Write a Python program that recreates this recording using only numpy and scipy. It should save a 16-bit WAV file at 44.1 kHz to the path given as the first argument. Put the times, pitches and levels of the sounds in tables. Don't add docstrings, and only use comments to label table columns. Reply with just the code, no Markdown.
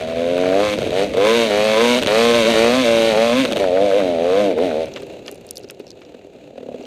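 import sys
import numpy as np
from scipy import signal
from scipy.fft import rfft, irfft
from scipy.io import wavfile
from scipy.ndimage import uniform_filter1d

SR = 44100
rng = np.random.default_rng(int(sys.argv[2]) if len(sys.argv) > 2 else 0)


def convert_level_to_amplitude(level_db):
    exponent = np.asarray(level_db, float) / 20
    return 10 ** exponent


def master_out(mix):
    frames = np.transpose(np.atleast_2d(mix))
    ceiling = np.clip(frames, -1, 1)
    pcm = np.round(ceiling * 32767).astype(np.int16)
    wavfile.write(sys.argv[1], SR, pcm)


N = 302522

STALL_S = 4.92
STEADY_MISFIRE = .18

# time_s, effort_db, load_db, pipe_hz, ground_echo_share
THROTTLE = [(0, -21.5, -29.5, 617, 0.93), (.25, -16.5, -31, 510, 0.45), (.56, -15, -29.5, 525, 0.52),
            (.7, -23.5, -26.5, 503, 0.25), (1.0, -16.5, -18, 520, 0.48), (1.18, -18, -26.5, 526, 0.56),
            (1.27, -20, -22.5, 480, 0.41), (1.5, -16.5, -21, 535, 0.41), (1.8, -19, -20.5, 530, 0.43),
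            (2.25, -16, -19.5, 507, 0.25), (2.45, -16, -18.5, 547, 0.058), (2.68, -18, -22.5, 482, 0.25),
            (2.88, -16.5, -23.5, 568, 0.054), (3.3, -18, -23, 490, 0.13), (3.72, -14.5, -31, 488, 0.46),
            (4.08, -14.5, -29, 524, 0.3), (4.35, -15.5, -32.5, 490, 0.47), (4.9, -19, -28.5, 567, 0.47)]
SURE_FIRINGS_S = [.918, 1.17, 1.9555, 2.071, 3.6, 4.311, 4.589]
PIPE_SAG_HZ = 35.6


def pulling():
    hz, surge, push = revs()
    pipe_semitones, bite_db, boom_db, hollow_db, hollow_semitones, edge_db, port_semitones, port_db = push
    ragged = misfire()
    effort_db, load_db, pipe_hz, ground = columns(THROTTLE)
    pipe_hz = pipe_hz * 2 ** (pipe_semitones / 12) - PIPE_SAG_HZ * surge
    can_db, bark_db, knock_db, crack_db = engine_levels(effort_db, load_db, hz, surge, bite_db, boom_db, ragged)
    shut = 1 - .55 * ragged
    pulses, turns, strength = firings(hz, 0.2 + 2.4 * ragged, SURE_FIRINGS_S)
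    bounce = np.clip(ground, 0, .6) * np.roll(pulses, round(0.004364 * SR))
    puff = 1.15 * puffs(turns, strength, .8, 1.0)
    near = -jittered(pulses, spread_s=.00004)
    low = exhaust(pulses + bounce, puff, ragged, shut, pipe_hz, can_db, bark_db)
    low += (convert_level_to_amplitude(hollow_db) - 1) * resonate(low, 341 * 2 ** (hollow_semitones / 12), 167)
    low += (convert_level_to_amplitude(edge_db) - 1) * resonate(low, np.full(N, 860), 170)
    low = np.roll(low, round(.0042 * SR))
    knock = port_edge(near, turns, strength, ragged, knock_db, port_semitones, port_db)
    crack = fins(near, turns, strength, ragged, shut, crack_db)
    on = np.clip((STALL_S - np.arange(N) / SR) / 0.039, 0, 1) ** 1.1
    return on * (low + knock + crack)


# freq_hz, level_db
CAN = [(41, -35), (70, -29), (102, -22), (167, -15), (220, 0.5), (236, 5.5), (310, 4), (400, -53.5),
       (680, -120)]
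# freq_hz, level_db
BARK = [(180, -27.5), (300, 0), (344, 17.5), (382, 12.5), (460, 16.5), (499, 14), (566, 19), (700, 9.5),
        (877, 0.5), (1000, -36.5), (1300, -22), (2200, -120)]


def exhaust(pulses, puff, ragged, shut, pipe_hz, can_db, bark_db):
    clean = np.sqrt(1 - ragged ** 2)
    can = clean * colour(pulses, CAN) + ragged * colour(puff, CAN)
    bark = clean * colour(-pulses, BARK, lean=-.9) + ragged * colour(puff, BARK)
    bark = levelled(0.9 * bark + resonate(resonate(bark, pipe_hz, 164), pipe_hz, 162))
    bark = levelled(scattered(bark, .04, share=.3))
    return convert_level_to_amplitude(can_db) * can + convert_level_to_amplitude(bark_db) * bark * shut


# freq_hz, level_db
KNOCK = [(500, -8), (850, 4.5), (885, -2), (947, 7), (1050, 4.5), (1220, 3), (1520, 6.5), (1640, 2.5),
         (1900, -2), (2470, 0), (4180, -120)]


def port_edge(near, turns, strength, ragged, knock_db, port_semitones, port_db):
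    clean = np.sqrt(1 - ragged ** 2)
    echo = np.roll(near, round(0.00247 * SR))
    knock = clean * levelled(colour(scattered(near + 0.1 * echo, 0.04, .8), KNOCK))
    header_hz = 1015 * 2 ** (port_semitones / 12)
    knock += convert_level_to_amplitude(port_db) * .8 * resonate(knock, header_hz, 230)
    knock *= .7 * np.clip((knock_db + 46) / 16, .3, 1)
    breath = .3 + .4 * ragged + .012 * np.maximum(-28 - knock_db, 0)
    knock += breath * colour(puffs(turns, strength, .6, 2.5), KNOCK)
    return convert_level_to_amplitude(knock_db) * knock


# freq_hz, level_db
CRACK = [(1000, -121), (1700, 7.5), (1960, 12), (2270, 16), (3430, 12.5), (3850, 13.5), (5200, -6),
         (6760, -41), (11400, -120)]
# freq_hz, level_db
FIZZ = [(2650, -32.5), (4500, 1), (4910, -5.5), (5280, -5.5), (6360, -2.5), (6740, -6), (7710, -10.5),
        (8460, -6.5), (9780, -16.5), (11200, -13.5), (12400, -21), (14700, -21.5), (15500, -26)]


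def fins(near, turns, strength, ragged, shut, crack_db):
    clean = np.sqrt(1 - ragged ** 2)
    load = np.clip((crack_db + 42) / 18, .15, 1)
    crack = .9 * load * clean * levelled(colour(scattered(near, .04, 1.5), CRACK))
    crack += .66 * shut * colour(puffs(turns, strength, 1.6 - .8 * load + ragged, 5.0), CRACK)
    fizz = shut * colour(puffs(turns, strength, 0.59 + 0.5 * ragged, 8.8), FIZZ)
    fizz_db = 1.376 * crack_db + 0.5
    return convert_level_to_amplitude(crack_db) * crack + convert_level_to_amplitude(fizz_db) * fizz


# start_s, from_hz, end_s, to_hz
PUSHES = [(0, 78.3, .53, 94), (.6, 102.6, .66, 105.2), (.73, 103.6, .86, 89), (.925, 89.5, 1.035, 105),
          (1.15, 90.5, 1.27, 109.5), (1.36, 119, 1.425, 116), (1.51, 102.5, 1.7, 109.5),
          (1.765, 110, 1.835, 120.3), (1.945, 122.3, 2.005, 117), (2.085, 102, 2.2, 116),
          (2.3, 118, 2.38, 117.5), (2.45, 108.5, 2.495, 117.5), (2.545, 110, 2.64, 115),
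          (2.775, 130, 2.81, 130.5), (2.86, 115.3, 3.09, 113), (3.145, 104.5, 3.22, 115.5),
          (3.31, 118.5, 3.4, 137), (3.49, 110.8, 3.58, 103.5), (3.705, 88, 3.85, 104),
          (3.922, 94.5, 3.976, 105.5), (4.02, 95, 4.175, 81), (4.315, 92.5, 4.405, 105.6),
          (4.495, 95.6, 4.555, 74), (4.64, 95, 4.725, 74.5)]
PIPE_SEMITONES = [(1, 2.5), (2, 1), (0.5, 4), (3.2, 0), (0, 1.2), (1, 2), (-0.8, 1.8), (1, 0.1), (1, 0.5),
                  (0.6, 0.3), (-0.7, 2.5), (-2, 5), (0.5, 1.5), (3, -1), (0.8, 0), (.3, 2), (4, 2),
                  (1.5, 1.9), (2.5, 3), (1.9, 1.5), (2, 2), (0, 3.5), (3, -1.5), (2.5, 0.4)]
BITE_DB = [3.1, 2.5, 1, -6, 0, -1.6, -2.5, -2.5, -3.1, -2.5, -4, -3, -1, -4, -0.5, -1.5, -4, 3, 1.5, 2.5,
           1.5, 5, 2, 2.1]
BOOM_DB = [8, 0, 4, 0, -3.5, -7, 0.1, -6.5, -5.5, -3.5, -6.5, -0.5, -5.5, -5, -5, 0, -2.5, -6.5, 2, -4.5, 8,
           2.5, 5, 9]
HOLLOW_DB = [-3.5, 0, 2.5, -4.5, 5.5, 0.5, -4.5, 3, -4, -6.5, -0.5, -2.5, 0.5, -5, -2.5, -8, -21, 2, -8, -7,
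             -6, -6, 3.5, 0]
HOLLOW_SEMITONES = [0.076, 0.12, 0, 0.12, 0.51, 0.13, 0, 0, 0.22, 1, 0, 0, 0, 0.3, 0, 0, 0, 0.18, 1.4, 2,
                    2.1, 0, 0.25, 0.48]
EDGE_DB = [-8, 0, 7, 0.5, -1, -17, 5.5, -2, 0, 1, -10, -7, 2.5, 0, 4.5, 8.5, -8, 1, -1.5, -3, 0, -4, 5, 3.5]
PORT_SEMITONES = [0.3, -0.31, 0.091, 0, -0.6, 0.8, 0, -0.52, -0.23, 0, 0.96, 0.058, 0.41, 0.33, 0.076,
                  -0.14, 0.21, 0, 0.15, 0.079, 0, 0.5, 0.13, 0.1]
PORT_DB = [-4, 8, -10, -8, 8.5, 4, -1.5, 8.5, 1.5, 3, 7, -4, 1, 9, -11, 1.5, 9, -2, 3, -2, -1, 6, -1, -13]
LAST_S, LAST_HZ, STALL_HZ = 4.82, 82, 68
SURGE_HZ_PER_S = 150
FLUTTER = .004


def revs():
    colours = np.transpose([BITE_DB, BOOM_DB, HOLLOW_DB, HOLLOW_SEMITONES, EDGE_DB, PORT_SEMITONES, PORT_DB])
    rows = []
    for (start_s, from_hz, end_s, to_hz), (from_st, to_st), shade in zip(PUSHES, PIPE_SEMITONES, colours):
        rows.append((start_s, from_hz, from_st, *shade))
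        rows.append((end_s, to_hz, to_st, *shade))
    plain = np.zeros(len(rows[0]) - 2)
    rows += [(LAST_S, LAST_HZ, *plain), (STALL_S, STALL_HZ, *plain)]
    hz, *push = columns(rows)
    hz = uniform_filter1d(hz, size=1000)
    surge = np.tanh(uniform_filter1d(np.gradient(hz) * SR, size=1500) / SURGE_HZ_PER_S)
    shake = uniform_filter1d(uniform_filter1d(rng.standard_normal(N), size=1200), size=1200)
    flutter = evened(shake - uniform_filter1d(shake, size=6000))
    return hz * (1 + FLUTTER * flutter), surge, push


# start_s, end_s, misfire_0_to_1
MISFIRE = [
    (.73, .914, .85),
    (1.032, 1.135, .85),
    (1.12, 1.165, .65),
    (1.97, 2.069, .92),
    (0, .16, .36),
    (1.42, 1.5, .4),
    (2.47, 2.55, .35),
    (3.415, 3.594, .85),
    (4.505, 4.565, .6),
    (4.825, 5, .9),
]
FAIL_S, CATCH_S = .035, .004


def misfire():
    t = np.arange(N) / SR
    shut = []
    for start_s, end_s, depth in MISFIRE:
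        failing = (t - start_s) / FAIL_S
        catching = 1 - (t - end_s) / CATCH_S
        shut.append(depth * np.clip(np.minimum(failing, catching), 0, 1))
    return np.maximum(np.max(shut, axis=0), STEADY_MISFIRE)


CRUISE_HZ, BARK_TOP_HZ = 105, 116.5


def engine_levels(effort_db, load_db, hz, surge, bite_db, boom_db, ragged):
    def shade(offset_db, db_per_hz, surge_db, misfire_db):
        steady = offset_db + db_per_hz * (hz - CRUISE_HZ)
        return steady + surge_db * surge + misfire_db * (ragged - STEADY_MISFIRE)

    outrun_db = -0.5049 * np.maximum(hz - BARK_TOP_HZ, 0)
    can_db = effort_db + boom_db + shade(-7.5, 0.5544, 0, -3)
    bark_db = effort_db + outrun_db + 0.19 * bite_db - 0.12 * boom_db + shade(2.5, 0.1267, 2, -7.5)
    knock_db = -24 + 1.34 * (load_db + 24.5) + 1.63 * bite_db + shade(-5, 0.19, 1.5, -14)
    crack_db = load_db + bite_db + shade(-1.4, 0.2011, -0.05, -6)
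    return can_db, bark_db, knock_db, crack_db


# start_s, peak_db, ring_hz, crack_rel_db
POPS = [(5.127, -34, 467, -38), (5.279, -58, 431, -11), (5.643, -27, 410, -24), (5.8, -26.5, 397, -20.5),
        (5.971, -38, 395, -19), (6.145, -28.5, 487, -20), (6.255, -49, 447, -22), (6.301, -41, 400, -30),
        (6.351, -30.5, 440, -37), (6.506, -36, 610, -30), (6.531, -33, 507, -36), (6.557, -30, 522, -25),
        (6.579, -22, 543, -24), (6.606, -27, 495, -26), (6.63, -26, 473, -24), (6.661, -26, 488, -41),
        (6.687, -19, 520, -32), (6.716, -25, 553, -47), (6.744, -19, 496, -30), (6.796, -29, 285, -41),
        (6.84, -26.5, 496, -49)]
# start_s, peak_db, ring_hz, crack_rel_db
CATCHES = [(0.776, -13, 530, -25), (0.787, -9, 484, -13), (0.819, -11, 574, -14), (0.829, -10, 474, -15),
           (0.84, -13, 475, -21), (0.856, -19, 447, -14), (0.863, -10.5, 565, -25), (0.872, -12, 446, -16),
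           (0.892, -12, 424, -21), (0.906, -12, 480, -13), (1.172, -17, 462, -6), (2.018, -17, 520, -3),
           (2.025, -11.5, 510, -3), (2.034, -15, 483, 0.5), (2.047, -14, 477, -12), (2.062, -11, 300, -5),
           (2.072, -13, 510, -2), (3.443, -12, 537, -9.5), (3.451, -11, 526, -3), (3.457, -15, 505, -5),
           (3.471, -30, 547, -14), (3.513, -17, 580, -6), (3.523, -12, 520, -3.5), (3.532, -15, 500, -3.5),
           (3.561, -9.5, 560, -12), (3.57, -13, 540, -4.5), (3.579, -21, 540, -2), (3.59, -24, 566, 1),
           (3.599, -19, 584, -4)]


def pops():
    out, burst, t = np.zeros(N), np.zeros(N), np.arange(2000) / SR
    for start_s, peak_db, hz, crack_db in POPS:
        pipe = ring(hz, 0.019, 0.0061) + 0.17 * ring(1.3 * hz, 0.1, 0.0028)
        add(out, start_s, convert_level_to_amplitude(peak_db) * (pipe + 0.063 * ring(224, 0.052, 0.0057)))
        add(out, start_s, convert_level_to_amplitude(peak_db - 11.0) * ring(254, 0.063, 0.01))
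        add(burst, start_s - .008, convert_level_to_amplitude(peak_db + crack_db + 1.0) * np.hanning(900))
    for start_s, peak_db, hz, crack_db in CATCHES:
        add(out, start_s, convert_level_to_amplitude(peak_db) * swell(hz, 0.00339, 0.0021, 0.0017))
        add(out, start_s, convert_level_to_amplitude(peak_db - 20.0) * ring(200, 0.05, 0.0033))
        add(burst, start_s, convert_level_to_amplitude(peak_db + crack_db - 3 - 60 * t / .02))
    noise = rng.standard_normal(N)
    noise[[round(row[0] * SR) for row in CATCHES]] = -9
    return out + burst * (colour(noise, CRACK) + 0.61 * colour(noise, KNOCK) + 0.28 * colour(noise, FIZZ))


# time_s, pipe_db
COAST = [
    (4.86, -22.5),
    (5.02, -36),
    (5.5, -40),
    (5.93, -43.5),
    (6.58, -43.5),
    (6.75, -39.5),
    (6.86, -38),
]
# freq_hz, level_db
IDLE = [(53, -37), (90, -24.5), (254, -11.5), (293, -2.5), (330, -6.5), (416, 1), (456, -12.5), (479, -1),
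        (717, -12), (1000, -30), (1300, -100), (2200, -120)]
# freq_hz, level_db
RATTLE = [(530, 15), (900, 2.5), (1130, -3), (1230, -0.5), (1470, -1.5), (1880, -3), (2770, 7.5),
          (3080, -1.5), (4000, 1), (5340, -13.5), (6710, -5.5), (9810, -22.5), (14000, -22)]
IDLE_HZ, RATTLE_DB, RATTLE_START_DB, SETTLE_S, RATTLE_PER_DB = 35.76, -10, 3, 0.031, 1.13


def coasting():
    pipe_db = columns(COAST)[0]
    since_s = np.arange(N) / SR - COAST[0][0]
    settling = np.exp(-np.maximum(since_s, 0) / SETTLE_S)
    rattle_db = -39.5 + RATTLE_PER_DB * (pipe_db + 39.5) + RATTLE_DB + RATTLE_START_DB * settling
    wobble = evened(uniform_filter1d(rng.standard_normal(N), size=1500))
    _, turns, strength = firings(IDLE_HZ * convert_level_to_amplitude(1.6 * wobble), 1.8)
    pipe = colour(puffs(turns, strength, 1.0, 3.2), IDLE)
    rattle = colour(puffs(turns, strength, 0.92, 4.7), RATTLE)
    on = np.clip(since_s / 0.12, 0, 1)
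    return on * (convert_level_to_amplitude(pipe_db) * pipe + convert_level_to_amplitude(rattle_db) * rattle)


# start_s, peak_db
JOLTS = [(0.38, -32.5), (0.437, -32), (0.459, -30.5), (0.5, -34), (0.528, -33), (3.641, -32.5),
         (3.772, -31.5), (3.913, -31), (4.001, -30), (4.015, -30), (4.51, -38), (4.5852, -32), (4.69, -42),
         (4.712, -37)]


def jolts():
    burst = np.zeros(N)
    for start_s, peak_db in JOLTS:
        add(burst, start_s, convert_level_to_amplitude(peak_db + 9.5 - 60 * np.arange(3000) / SR / 0.032))
    return burst * colour(rng.standard_normal(N), KNOCK)


# start_s, peak_db, pitch_hz
TICKS = [(4.938, -24, 5200), (4.9612, -13, 2760), (4.9723, -21, 2800), (5.004, -27, 3530),
         (5.021, -27, 2500), (5.2626, -20, 3620), (5.2799, -10.5, 3300), (5.2871, -47, 3100),
         (5.314, -22, 8200), (5.345, -30, 7450), (5.467, -28, 8800), (5.4894, -27, 5500), (5.509, -9, 8600),
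         (5.5568, -22, 6700), (5.5637, -28, 7000), (5.5702, -15.5, 5450), (5.58, -22.5, 8200),
         (5.5864, -39, 2900), (5.635, -30, 5460), (5.644, -35, 5200), (5.6873, -30, 5900),
         (5.699, -16, 3300), (5.708, -17.5, 9200), (5.8675, -34, 5100), (5.8785, -33, 5400),
         (5.886, -38, 5000), (5.905, -21.5, 5400), (5.915, -31, 5100), (6.017, -35.5, 2000),
         (6.05, -30, 3600), (4.857, -22, 5940), (4.8925, -38, 6000), (5.0205, -26, 10000),
         (5.033, -33, 4400), (5.0665, -31, 10000), (5.113, -42, 5100), (5.126, -41, 8000),
         (5.2735, -26, 10000), (5.2865, -33, 7500), (5.3245, -33, 7500), (5.3563, -30, 6940),
         (5.377, -38, 5500), (5.3855, -46, 10000), (5.411, -33, 6900), (5.535, -40, 5300),
         (5.575, -36, 5230), (5.5945, -36, 9000), (5.6105, -32, 3800), (5.63, -39, 5200),
         (5.7465, -38, 6000), (5.7956, -33, 7000), (5.8065, -42, 5160), (5.8125, -45, 5100),
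         (5.8915, -41, 5200), (6.008, -43, 6800), (6.212, -39, 2500), (6.267, -45, 6440),
         (6.826, -38, 4500), (6.853, -25, 3540)]
# low_hz, high_hz, t60_s
SHELL = [
    (910, 3100, 0.062),
    (2500, 3400, 0.0042),
    (3900, 5900, 0.0089),
    (5230, 12600, 0.0049),
]
TWIG_RING_DB, TWIG_T60_S = -16, 0.009
OFF_PITCH_DB_PER_OCTAVE = -23


def ticks():
    out, t = np.zeros(N), np.arange(1000) / SR
    for start_s, peak_db, hz in TICKS:
        twig_db = peak_db + TWIG_RING_DB - 8.0 * np.log2(hz / 3000)
        add(out, start_s, convert_level_to_amplitude(twig_db) * ring(hz, TWIG_T60_S, 0.00035))
    for low_hz, high_hz, t60_s in SHELL:
        burst = np.zeros(N)
        shake = np.sign(rng.standard_normal(N))
        for start_s, peak_db, hz in TICKS:
            off_db = OFF_PITCH_DB_PER_OCTAVE * abs(np.log2(hz / np.sqrt(low_hz * high_hz)))
            add(burst, start_s, convert_level_to_amplitude(peak_db + off_db - 60 * t / t60_s) * (1 - np.exp(-t / 0.00041)))
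            shake[round(start_s * SR):][:12] = 1.5 * np.sin(2 * np.pi * hz * t[:12])
        band = signal.butter(2, [low_hz, high_hz], "band", fs=SR)
        out += signal.lfilter(*band, burst * shake) * np.sqrt(SR / 2 / (high_hz - low_hz))
    return out


# time_s, level_db
WIND = [(0.0, -43), (.95, -38), (1.3, -44.5), (2.3, -38.5), (3.3, -42.5), (4.9, -44.5), (5.2, -54),
        (6.06, -60), (6.86, -57)]
# freq_hz, level_db
GUST = [(12, -55), (20, -20.5), (97, -4.5), (160, -4), (200, -4.5), (260, -3.5), (440, -120)]


def wind():
    lumps_db = 1.1 * evened(uniform_filter1d(rng.standard_normal(N), 2500))
    return convert_level_to_amplitude(columns(WIND)[0] + 4.5 + lumps_db) * colour(rng.standard_normal(N), GUST)


def firings(hz, scatter_db, sure_s=(0,)):
    turns = np.cumsum(hz) / SR + 1 - 1e-2
    marks = turns[np.round(np.multiply(sure_s, SR)).astype(int)]
    turns = turns + np.interp(np.arange(N) / SR, sure_s, np.round(marks) - marks)
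    strength = convert_level_to_amplitude(scatter_db * np.interp(turns, np.arange(2000), rng.standard_normal(2000)))
    at = np.nonzero(np.diff(np.floor(turns)))[0] + 1
    pulses = np.zeros(N)
    pulses[at] = strength[at] / np.sqrt(hz[at])
    return pulses, turns, strength


def puffs(turns, strength, steady, sharp):
    opening = np.exp(sharp * (np.cos(2 * np.pi * (turns - .1)) - 1))
    return evened(strength * (steady + opening) * rng.standard_normal(N))


def jittered(pulses, spread_s):
    at, out = np.nonzero(pulses)[0], np.zeros(N)
    move, weight = rng.standard_normal((2, len(at)))
    moved = at + np.round(spread_s * SR * move).astype(int)
    out[np.clip(moved, 0, N - 1)] = pulses[at] * convert_level_to_amplitude(1.3 * weight)
    return out


def scattered(x, t60_s, share):
    t, angle = np.arange(800) / SR, 2 * np.pi * 1.9 * np.arange(N) / SR
    paths = rng.standard_normal((2, 800)) * convert_level_to_amplitude(-60 * t / t60_s)
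    tones = rfft(paths, axis=1)
    paths = irfft(tones / np.sqrt(abs(tones) ** 1.5 + 1e-9), axis=1)
    a, b = (evened(signal.oaconvolve(x, path)[:N]) for path in paths)
    return evened(evened(x) + share * (np.cos(angle) * a + np.sin(angle) * b))


def resonate(x, hz, width_hz):
    turn = np.exp(2j * np.pi * np.cumsum(hz) / SR)
    r = np.exp(-np.pi * width_hz / SR)
    return 2 * (turn * signal.lfilter([1 - r], [1, -r], x / turn)).real


def colour(x, points, skirt_db=40, lean=1):
    f, db = np.transpose(points)
    octave = np.log2(np.fft.rfftfreq(8192, 1 / SR) + 1)
    outside = np.maximum(np.log2(f[0]) - octave, 0) + np.maximum(octave - np.log2(f[-1]), 0)
    gain_db = np.interp(octave, np.log2(f), db) - skirt_db * outside
    log_gain = np.log(convert_level_to_amplitude(np.maximum(gain_db, -100)))
    circle = np.concatenate([log_gain, log_gain[-2:0:-1]])
    phase = -lean * signal.hilbert(circle).imag
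    taps = np.roll(np.fft.ifft(np.exp(circle + 1j * phase)).real, 2048)[:4096]
    return evened(signal.oaconvolve(x, taps)[2048:N + 2048])


def ring(hz, t60_s, rise_s):
    t = np.arange(3000) / SR
    wave = (1 - np.exp(-t / rise_s)) * convert_level_to_amplitude(-60 * t / t60_s) * np.sin(2 * np.pi * hz * t)
    return wave / abs(wave).max()


def swell(hz, peak_s, rise_s, fall_s):
    t = np.arange(900) / SR - peak_s
    return -np.exp(-(t / np.where(t < 0, rise_s, fall_s)) ** 2) * np.cos(2 * np.pi * hz * t)


def evened(x):
    return x / np.sqrt(np.mean(x ** 2) + 1e-20)


def levelled(x):
    return x / np.sqrt(uniform_filter1d(uniform_filter1d(x ** 2, size=2000), size=2000) + 1e-9)


def columns(rows):
    time_s, *values = np.transpose(rows)
    return [np.interp(np.arange(N) / SR, time_s, v) for v in values]


def add(mix, start_s, sound):
    part = mix[round(start_s * SR):][:len(sound)]
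    part += sound[:len(part)]


def scene():
    return (pulling() + pops() + coasting() + jolts() + ticks() + wind())[None]


def low_pass(x):
    return signal.sosfilt(signal.butter(12, 16510, fs=SR, output="sos"), x)


def record(dry):
    held = dry / (1 + (abs(dry) / .8) ** 4) ** .25
    limited = signal.oaconvolve(held, signal.firwin(127, 15450, fs=SR)[None], "same")
    return low_pass(limited)


dry = scene()
out = record(dry)
master_out(out)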